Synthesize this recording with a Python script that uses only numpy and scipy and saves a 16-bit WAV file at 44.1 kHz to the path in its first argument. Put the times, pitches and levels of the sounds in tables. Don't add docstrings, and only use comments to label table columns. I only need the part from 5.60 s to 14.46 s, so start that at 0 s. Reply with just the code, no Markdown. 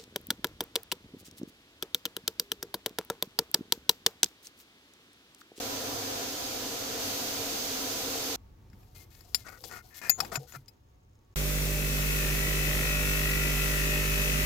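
import sys
import numpy as np
from scipy import signal
from scipy.fft import rfft, irfft, next_fast_len
from scipy.io import wavfile
from scipy.ndimage import uniform_filter1d

SR = 44100
rng = np.random.default_rng(int(sys.argv[2]) if len(sys.argv) > 2 else 0)


def gain_from_db(level_db):
    decades = np.asarray(level_db, float) / 20
    return 10 ** decades


def put_to_file(sound):
    columns = np.atleast_2d(sound).T
    safe = np.clip(columns, -1, 1)
    whole_steps = np.round(safe * 32767)
    wavfile.write(sys.argv[1], SR, whole_steps.astype(np.int16))


N = 390662

CUTS = (2.760, 5.743, 5.759)

# frequency in Hz, width in Hz, level in dB.
CABINET_MODES = [(105.43, 16.73, -11), (114, 9.98, -9.5), (277.42, 28, -7), (390, 37, -11.5),
                 (460, 34.67, 0.5), (644, 27.18, -6.5), (702.58, 33, -3), (750, 17, -6), (799.1, 8.9, -3),
                 (989, 16.19, -6.5), (1350, 390, -16)]
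# frequency in Hz, density in dB per Hz.
BOOM_SPECTRUM = [(15, -46), (25, -9.5), (101, -3), (179, -18), (270, 11.5), (341, -3.5), (462, -16.5),
                 (1800, -8.5), (2340, -49), (3960, -120)]
# frequency in Hz, density in dB per Hz.
JET_SPECTRUM = [(710, -5.5), (1200, -9), (1310, -4.5), (1700, -10.5), (2000, -4.5), (3870, 0.5), (4130, -1),
                (4410, 1.5), (6030, 0.5), (6510, 1.5), (9010, -9), (11100, -6.5), (13500, -2.5),
                (15200, -4), (16000, -29.5)]
# frequency in Hz, correlation from -1 to 1.
BLAST_ALIKE = [(60, 0.98), (130, 0.8457), (290, 0.9438), (640, 0.2192), (1410, -0.03), (3100, -0.0193),
               (6820, -0.11), (15000, 0.054)]
# frequency in Hz, left minus right in dB.
BLAST_PAN = [(60, -3), (110, -2), (200, -2.5), (380, 2), (700, -1.5), (1290, -2), (2380, 1.5), (4400, -5),
             (8120, 0.5), (15000, 0.5)]
# multiple of the shaft rate, level in dB.
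FAN_ORDERS = [(1, -52), (12, -51)]

# frequency in Hz, density in dB per Hz.
SHOP_SPECTRUM = [(12, -50), (20, -15), (53, -6.5), (74, -7), (101, -4.5), (158, -18), (367, -25.5),
                 (802, -37.5), (923, -28.5), (1000, -39.5), (1120, -35), (1370, -40.5), (6360, -49),
                 (8890, -57.5), (16000, -50)]
# frequency in Hz, correlation from -1 to 1.
SHOP_ALIKE = [(60, 1), (130, 0.9), (290, 0.8), (640, -0.19), (1410, -0.09), (3100, 0), (6820, 0.24),
              (15000, 0.13)]
# frequency in Hz, level in dB.
DUCT_TONES = [(742.9, -79.5), (839.8, -86), (936.7, -89.5), (1120, -80), (1260, -88.5)]

# time in seconds, ring peak in dB, dull knock in dB, bright crack in dB,
# freedom to ring from 0 to 1.
PART_HITS = [(3.0994, -60.5, -72, -74, .3), (3.1314, -59, -59, -76, .3), (3.2314, -63, -65, -77, .3),
             (3.608, -45, -59, -48, .3), (3.7462, -12.5, -50, -25.5, 0.49), (3.885, -45, -43.5, -56, .3),
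             (4.0395, -33.5, -45.5, -46.5, .36), (4.3794, -51, -67, -41.5, .3),
             (4.6035, -17.5, -28, -39.5, 0.25), (4.6486, -37, -40, -45.5, 0.26),
             (4.757, -25.5, -48, -50, 0.48), (5.0816, -45.5, -80, -53.5, 0.53)]
SPANNER_HITS = [
    (4.496, -14, -37.5, -6.5, 0.85),
    (4.5003, -17.5, -48, -6, 0.8),
    (4.756, -27.5, -29, -45, 0.3),
    (4.9224, -44.5, -50, -43, .2),
]
# frequency in Hz, level in dB, 60 dB decay time in seconds.
PART_MODES = [(4750, -4, .04), (5055, 0, .07), (5443, -1, .07), (7181, -3, .09), (9475, -11, .07),
              (10250, -16, .15), (11340, -10, .05), (12300, -13, .07), (13560, -8, .05)]
# frequency in Hz, level in dB, 60 dB decay time in seconds.
SPANNER_MODES = [(2540, -8.5, 0.056), (4770, 2, 0.028), (5500, -8, 0.07), (6811.8, 1.5, 0.2109),
                 (8611.4, -56.5, 0.064), (9641.6, -22, 0.11), (9900, -15, 0.059), (11220, -14.5, 0.0151),
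                 (11600, -18, 0.065), (12950, -23.5, 0.073)]
# frequency in Hz, level in dB, 60 dB decay time in seconds.
PAN_MODES = [(485, -3.5, .06), (751, 1, 0.036), (1030, -10, 0.025), (1274, -4.5, 0.022), (1450, 1, 0.041),
             (1850, 5, 0.026), (2155, -1.5, 0.091), (2504, 2, 0.076)]
# frequency in Hz, level in dB, 60 dB decay time in seconds.
RIM_MODES = [(3600, -9, .015), (4620, 0, .02), (5300, -1, .015), (5760, -5, .02), (6300, -5, .02),
             (7200, -6, .02)]
# start in seconds, length in seconds, level in dB, pitch of the touched spot in Hz.
RUBS = [(3.125, 0.45, -74.5, 750), (3.353, 0.09106, -58, 2120), (3.507, 0.13, -63.5, 2040),
        (3.634, 0.26, -66.5, 910), (3.757, .074, -59.5, 2015), (3.975, 0.12, -61, 500),
        (4.041, 0.056, -52, 556.3), (4.228, 0.097, -64, 900), (4.347, 0.057, -51.5, 1925),
        (4.51, 0.095, -66, 1190), (4.644, 0.03658, -56.5, 900), (4.741, 0.0194, -47.5, 1683),
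        (4.875, 0.08, -59, 1525), (4.97, 0.055, -72, 1300), (5.084, .008, -64, 2500)]
# start in seconds, length in seconds, level in dB, pitch of the touched spot in Hz.
DRAGS = [
    (3.849, 0.13, -52, 1313),
    (4.098, 0.11, -46.5, 1410),
    (4.306, 0.067, -61, 1850),
    (4.419, 0.097, -44.5, 1730),
    (4.585, 0.01, -44.5, 902.7),
    (4.616, 0.024, -46, 723.1),
    (4.68, .033, -58, 550),
    (4.722, 0.049, -40, 1110),
    (4.796, 0.066, -55.5, 517),
    (4.941, .025, -45.5, 1450),
]
# level in dB, for pan ring, grit and fine grit in turn.
RUB_MIX_DB = (-4, -1, -1)
DRAG_MIX_DB = (2, -6.5, -10.5)
# start in seconds, level in dB, frequency in Hz, 60 dB decay time in seconds.
MESH_THUDS = [
    (3.135, -40.5, 197, 0.061),
    (4.61, -42, 148, 0.1472),
    (4.775, -30, 136.6, 0.16),
    (4.962, -39.5, 134, 0.1993),
]
# time in seconds, peak in dB.
DROPS = [
    (5.0599, -59.5),
    (5.1362, -68),
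    (5.1676, -74.5),
    (5.2868, -70.5),
    (5.449, -74.5),
    (5.4959, -73.5),
    (5.5542, -65),
    (5.59, -70),
]
# frequency in Hz, level in dB, 60 dB decay time in seconds.
DROP_MODES = [(5317, -6, .012), (6400, -2, 0.01715), (7030, -5, .015)]

# multiple of the shaft rate, level in dB.
HUM_ORDERS = [(1, 2), (2, -30.5), (3, -2.5), (4, -18), (5, -15), (6, -20.5), (7, -36.5), (8, -12.5),
              (9, -21.5), (10, -20.5), (11, -23), (12, -15.5), (13, -28), (14, -74)]
# frequency in Hz, level in dB.
MAINS_TONES = [(100, -52), (500, -54), (600, -54)]
# frequency in Hz, density in dB per Hz.
FRAME_SPECTRUM = [(12, -33), (20, -7), (60, -4), (79, -3), (97, -2.5), (151, -5), (199, -4.5), (344, -4),
                  (394, -5.5), (743, -14), (1200, -24), (1560, -59), (2640, -120)]
# frequency in Hz, density in dB per Hz.
WIRE_SPECTRUM = [(470, -46), (800, -13.5), (1210, -5), (1370, -6.5), (1570, -4.5), (1970, -3.5), (2380, -3),
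                 (2850, -10.5), (3260, -3.5), (4800, -6), (5940, -2.5), (9100, -8), (12800, -3.5),
                 (15200, -2), (16000, -23.5)]
# frequency in Hz, width in Hz, level in dB.
GUARD_MODES = [(1074.3, 75, -15), (1386, 73, -3.5), (1790, 51, -6), (1939.2, 100, 0), (2238, 150, -6.5)]
# frequency in Hz, width in Hz, level in dB.
SHANK_MODES = [(2552, 33, 3.5), (2617, 76, -0.5), (2840, 310, -9.5)]
# frequency in Hz, correlation from -1 to 1.
GRIND_ALIKE = [(60, 0.92), (130, 1), (290, 0.11), (640, 0.23), (1410, 0.04), (3100, -0.21), (6820, 0.11),
               (15000, -0.068)]
# frequency in Hz, left minus right in dB.
GRIND_PAN = [(60, -4.5), (110, -0.5), (200, -1.5), (380, -2), (700, -0.5), (1290, -2), (2380, 4), (4400, 1),
             (8120, 2), (15000, -1.5)]

T = np.arange(N) / SR
SIZE = next_fast_len(N)
HZ = np.maximum(np.arange(SIZE // 2 + 1) * SR / SIZE, 1)

FAN_HZ = 524.7
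BOOM_DB, JET_DB, JET_TOP_DB = -41, -41, -46.5
AIM_S, AIM_TURN_S, AIM_DB, AIM_TOP_SHARE = 1.39, 0.03, 2, 1.6
RUMBLE_DB, AIR_DB, SHOP_SAG_DB_PER_S = -56.5, -65.5, 2.4162
SWAY_S, SWAY_LENGTH_S, SWAY_RUMBLE_DB, SWAY_AIR_DB = 4.65, 0.081, 6, 19.5
SPANNER_RATTLE_S, PART_RATTLE_S = 0.0027, 0.005
LEFT_DB = 14
TURN = 888
HUM_DB = -34
PRESS_S, PRESS_RISE_S, PRESS_CREEP_PER_S = 6.35, 0.12, 0.121
FRAME_DB, GUARD_DB, SHANK_DB, WIRE_DB = -41.5, -41.5, -42, -36.5
GUARD_PRESS_DB, SHANK_PRESS_DB, WIRE_PRESS_DB = 6.5, 5, 1
TOP_HZ = 15990


def over_hz(table):
    hz, value = np.transpose(table)
    return np.interp(np.log(HZ), np.log(hz), value)


def resonances(peaks):
    power = 0
    for hz, width, db in peaks:
        detuning = (HZ ** 2 - hz ** 2) / (HZ * width)
        power = power + gain_from_db(2 * db) / (1 + detuning ** 2)
    return np.sqrt(power)


def walk(rate):
    hold = int(SR / rate)
    steps = np.repeat(rng.standard_normal(N // hold + 1), hold)
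    return 1.39 * uniform_filter1d(steps, hold)[:N]


def noise(flicker_db=1.0, rate=12):
    return rng.standard_normal(N) * gain_from_db(flicker_db * walk(rate))


def pair(a, b, gain, alike, pan_db=0):
    alike = np.clip(alike, -1, 1)
    mid = rfft(a, SIZE) * np.sqrt(1 + alike)
    side = rfft(b, SIZE) * np.sqrt(1 - alike)
    left = (mid + side) * gain_from_db(pan_db / 2)
    right = (mid - side) * gain_from_db(-pan_db / 2)
    y = irfft(np.array([left, right]) * gain, SIZE)[:, :N]
    return y / np.sqrt(np.mean(y.mean(0) ** 2))


def grains(rate, spread_db):
    return (rng.random(N) < rate / SR) * rng.standard_normal(N) * gain_from_db(spread_db * rng.exponential(size=N))


def unit(x):
    return x / np.sqrt(np.mean(x ** 2))


def band(x, lo_hz, hi_hz):
    return signal.sosfilt(signal.butter(2, (lo_hz, hi_hz), "bandpass", fs=SR, output="sos"), x)


def ring(x, hz, t60):
    r, w = 1000 ** (-1 / (t60 * SR)), 2 * np.pi * hz / SR
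    return signal.lfilter([np.sin(w)], [1, -2 * r * np.cos(w), r * r], x)


def body(x, modes, scatter_db, free):
    shares = gain_from_db(scatter_db * rng.standard_normal((len(modes), 2, 1)))
    out = 0
    for share, (hz, db, t60) in zip(shares, modes):
        level = share * gain_from_db(db) / np.sin(2 * np.pi * hz / SR) ** 0.5
        out = out + level * ring(x, hz, t60 * free)
    return out


def blasting():
    aim_db = AIM_DB * np.clip((T - AIM_S) / AIM_TURN_S + 0.5, 0, 1)
    alike, pan_db = over_hz(BLAST_ALIKE), over_hz(BLAST_PAN)
    walls = resonances(CABINET_MODES) + gain_from_db(over_hz(BOOM_SPECTRUM) - 13)
    boom = pair(noise(0.64, 7), noise(), walls, alike, pan_db)

    top = 1 / (1 + (8000 / HZ) ** 8)
    hiss = gain_from_db(over_hz(JET_SPECTRUM))
    jet = pair(noise(0.25, 15), noise(0.39, 23.5), hiss * np.sqrt(1 - top), alike, pan_db)
    fine = pair(noise(0.2, 27), noise(0.49, 13.6), hiss * np.sqrt(top), alike, pan_db)

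    shaft = 2 * np.pi * np.cumsum(FAN_HZ * (1 + 0.00025 * walk(3.6))) / SR
    whine = sum(gain_from_db(db + walk(5.4)) * np.sqrt(2) * np.sin(k * shaft) for k, db in FAN_ORDERS)
    mains = gain_from_db(-59.5) * np.sin(2 * np.pi * 100 * T)
    jets = gain_from_db(JET_DB + aim_db) * jet + gain_from_db(JET_TOP_DB + AIM_TOP_SHARE * aim_db) * fine
    return gain_from_db(BOOM_DB) * boom + jets + whine + mains


def shop():
    sag_db = SHOP_SAG_DB_PER_S * (CUTS[0] - T)
    sway = np.exp(-((T - SWAY_S) / SWAY_LENGTH_S) ** 2)
    rumble_db = RUMBLE_DB + sag_db + SWAY_RUMBLE_DB * sway
    air_db = AIR_DB + 0.74 * sag_db + SWAY_AIR_DB * sway
    low = 1 / (1 + (HZ / 300) ** 6)
    gain, alike = gain_from_db(over_hz(SHOP_SPECTRUM)), over_hz(SHOP_ALIKE)
    rumble = pair(noise(), noise(), gain * np.sqrt(low), alike)
    air = pair(noise(), noise(), gain * np.sqrt(1 - low), alike)
    ducts = 0
    for hz, db in DUCT_TONES:
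        level = gain_from_db(db - 1 + 2 * walk(5.3))
        ducts = ducts + level * np.sin(2 * np.pi * np.cumsum(hz + 2.4 * walk(4.3)) / SR)
    return gain_from_db(rumble_db + 1.5) * rumble + gain_from_db(air_db) * air + gain_from_db(0.75 * sag_db) * ducts


def hits(events, modes, scatter_db, rattle_s):
    out, t = np.zeros((2, N)), T[:SR // 5]
    for s, ring_db, knock_db, crack_db, free in events:
        push = rng.standard_normal((2, len(t))) * (1 - np.exp(-t / 0.00036)) * np.exp(-t / rattle_s)
        push[:, 30] += 3.5
        push[1] = 0.42 * push[1] + 0.5 * push[0]
        steel = body(push, modes, scatter_db, free)
        steel = steel / np.abs(steel).max(1, keepdims=True) + 0.12 * band(push, 1700, 8000)
        knock = unit(body(push, PAN_MODES[1:], 3, 0.41)) + 0.5 * unit(band(push, 650, 3000))
        knock = band(knock, 610, 3500)
        crack = band(push, 12300, 13650)
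        i = int(s * SR) - 30
        for layer, db in ((steel, ring_db), (knock, knock_db + 5.5), (crack, crack_db - 5)):
            out[:, i:i + len(t)] += gain_from_db(db) * layer / np.abs(layer).max(1, keepdims=True)
    return out * gain_from_db(6 - (LEFT_DB + 4.5) * np.array([[0], [1]]))


def dragging(strokes, mix_db):
    out, jerk = np.zeros((2, N)), gain_from_db(1.6 * walk(90))
    crunch = np.array([jerk * (unit(grains(3000, 2.3)) + 0.76 * noise(2.0, 90)) for _ in range(2)])
    crunch[1] += 0.6 * crunch[0]
    for start, length, stroke_db, spot_hz in strokes:
        pan_db, grit_db, fine_db = stroke_db + np.array(mix_db)
        i, t = int((start - 0.006) * SR), T[:int((length + 0.06) * SR)]
        stroke = np.sin(np.pi * np.clip(t / (length + 0.016), 0, 1) ** 0.69) ** 0.65
        push = crunch[:, i:i + len(t)] * stroke
        shift = 1 + 0.03 * rng.standard_normal()

        spot_modes = [(hz * shift, db - 20 * abs(np.log2(hz / spot_hz)), t60) for hz, db, t60 in PAN_MODES]
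        pan = unit(body(push, spot_modes, 1.1, 0.91))
        near = band(push, spot_hz / 1.3, spot_hz * 1.12)
        pan = unit(pan + 0.28 * unit(band(near, spot_hz / 1.62, spot_hz * 1.87)))

        rim_modes = [(hz * shift, db, t60) for hz, db, t60 in RIM_MODES]
        grit = unit(unit(body(push, rim_modes, 5.2, 1)) + 3.7 * unit(band(push, 2800, 7300)))

        push = crunch[:, -i - len(t):-i] * stroke
        fine = unit(band(push, 11000, 15000) + 0.21 * band(push, 9700, 14100))
        fill = np.sqrt(np.mean(stroke ** 2))
        out[:, i:i + len(t)] += fill * (gain_from_db(pan_db) * pan + gain_from_db(grit_db) * grit + gain_from_db(fine_db) * fine)
    return out * gain_from_db(5.5 - LEFT_DB * np.array([[0], [1]]))


def cabinet_echo(x, t60, wet_db):
    t = T[:int(t60 * SR)]
    tails = rng.standard_normal((2, SR))[:, :len(t)] * 1000 ** (-t / t60) / np.sqrt(t60 * SR / 14)
    return x + gain_from_db(wet_db) * signal.fftconvolve(x.mean(0, keepdims=True), tails, axes=1)[:, :N]


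def thuds():
    out = np.zeros(N)
    for s, db, hz, t60 in MESH_THUDS:
        t = np.maximum(T - s, 0)
        out += gain_from_db(db) * np.sin(2 * np.pi * hz * t) * 1000 ** (-t / t60) * (1 - np.exp(-t / 0.0027))
    return out


def drops():
    x = np.zeros((2, N))
    for s, db in DROPS:
        x[:, int(s * SR)] = gain_from_db(db)
    x = x + gain_from_db(-86.5) * grains(400, 2.5) * (T > DROPS[0][0])
    return body(x, DROP_MODES, 1, 1) * gain_from_db(np.array([[3], [-3]]))


def bristles(keep, bunch, tuft):
    bunching = 1 + bunch * np.sin(2 * np.pi * np.arange(TURN) / TURN)
    turns = rng.standard_normal((N // TURN + 1, TURN)) * bunching
    turns = signal.lfilter([np.sqrt(1 - keep ** 2)], [1, -keep], turns, axis=0)
    turns[:, tuft] += 0.5 * np.sqrt(TURN) * gain_from_db(1.1 * rng.standard_normal(len(turns)))
    return turns.ravel()[:N]


def brushed(peaks, tuft, alike, pan_db):
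    a, b = bristles(0.88, 0.17, tuft), bristles(0.92, 0.36, tuft - 5)
    return pair(a, b, resonances(peaks) * (HZ > 700), 1.5 * alike - 0.1, pan_db + 3)


def grinder():
    since = T - PRESS_S
    slack = 0.5 - 0.5 * np.tanh(since / PRESS_RISE_S) - PRESS_CREEP_PER_S * since
    alike, pan_db = over_hz(GRIND_ALIKE), over_hz(GRIND_PAN)
    shaft = 2 * np.pi * SR / TURN * T
    hum = 0
    for k, db in HUM_ORDERS:
        level = gain_from_db(HUM_DB + db + min(k / 7, 1.7) * walk(3.8)) * np.sqrt(2)
        tone = level * np.sin(k * shaft + 0.09 * k * (k - 1))
        order_pan_db = np.interp(np.log(k * SR / TURN), np.log(HZ), pan_db)
        hum = hum + tone * gain_from_db(order_pan_db * np.array([[0.5], [-0.5]]))
    mains = sum(gain_from_db(db) * np.sin(2 * np.pi * hz * T) for hz, db in MAINS_TONES)
    frame = pair(noise(), noise(), gain_from_db(over_hz(FRAME_SPECTRUM)), alike, pan_db)
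    guard = brushed(GUARD_MODES, 220, alike, pan_db)
    shank = brushed(SHANK_MODES, 20, alike, pan_db)
    wires = pair(noise(0.24, 15), noise(0.6, 15), gain_from_db(over_hz(WIRE_SPECTRUM)), alike, pan_db)
    out = hum + mains + gain_from_db(FRAME_DB) * frame
    out = out + gain_from_db(GUARD_DB - GUARD_PRESS_DB * slack) * guard
    out = out + gain_from_db(SHANK_DB - SHANK_PRESS_DB * slack) * shank
    return out + gain_from_db(WIRE_DB - WIRE_PRESS_DB * slack) * wires


def scene():
    hand = hits(PART_HITS, PART_MODES, 2, PART_RATTLE_S) + hits(SPANNER_HITS, SPANNER_MODES, 1.5, SPANNER_RATTLE_S)
    hand = hand + dragging(RUBS, RUB_MIX_DB) + dragging(DRAGS, DRAG_MIX_DB)
    picking = shop() + cabinet_echo(hand, 0.025, -14) + thuds() + drops()
    first, second, third = CUTS
    fade = np.clip((second + 0.001947 - T) / 0.0049, 0, 1)
    return blasting() * (T < first) + picking * (T >= first) * fade + grinder() * (T >= third)


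def low_pass(x):
    return signal.sosfilt(signal.butter(12, 17010, fs=SR, output="sos"), x)


def record(dry):
    top = np.where(HZ < TOP_HZ, 1, gain_from_db(-35.5 - (HZ - TOP_HZ) / 90))
    mix = irfft(rfft(dry, SIZE) * top, SIZE)[:, :N]
    return low_pass(mix)


dry = scene()
out = record(dry)
put_to_file(out)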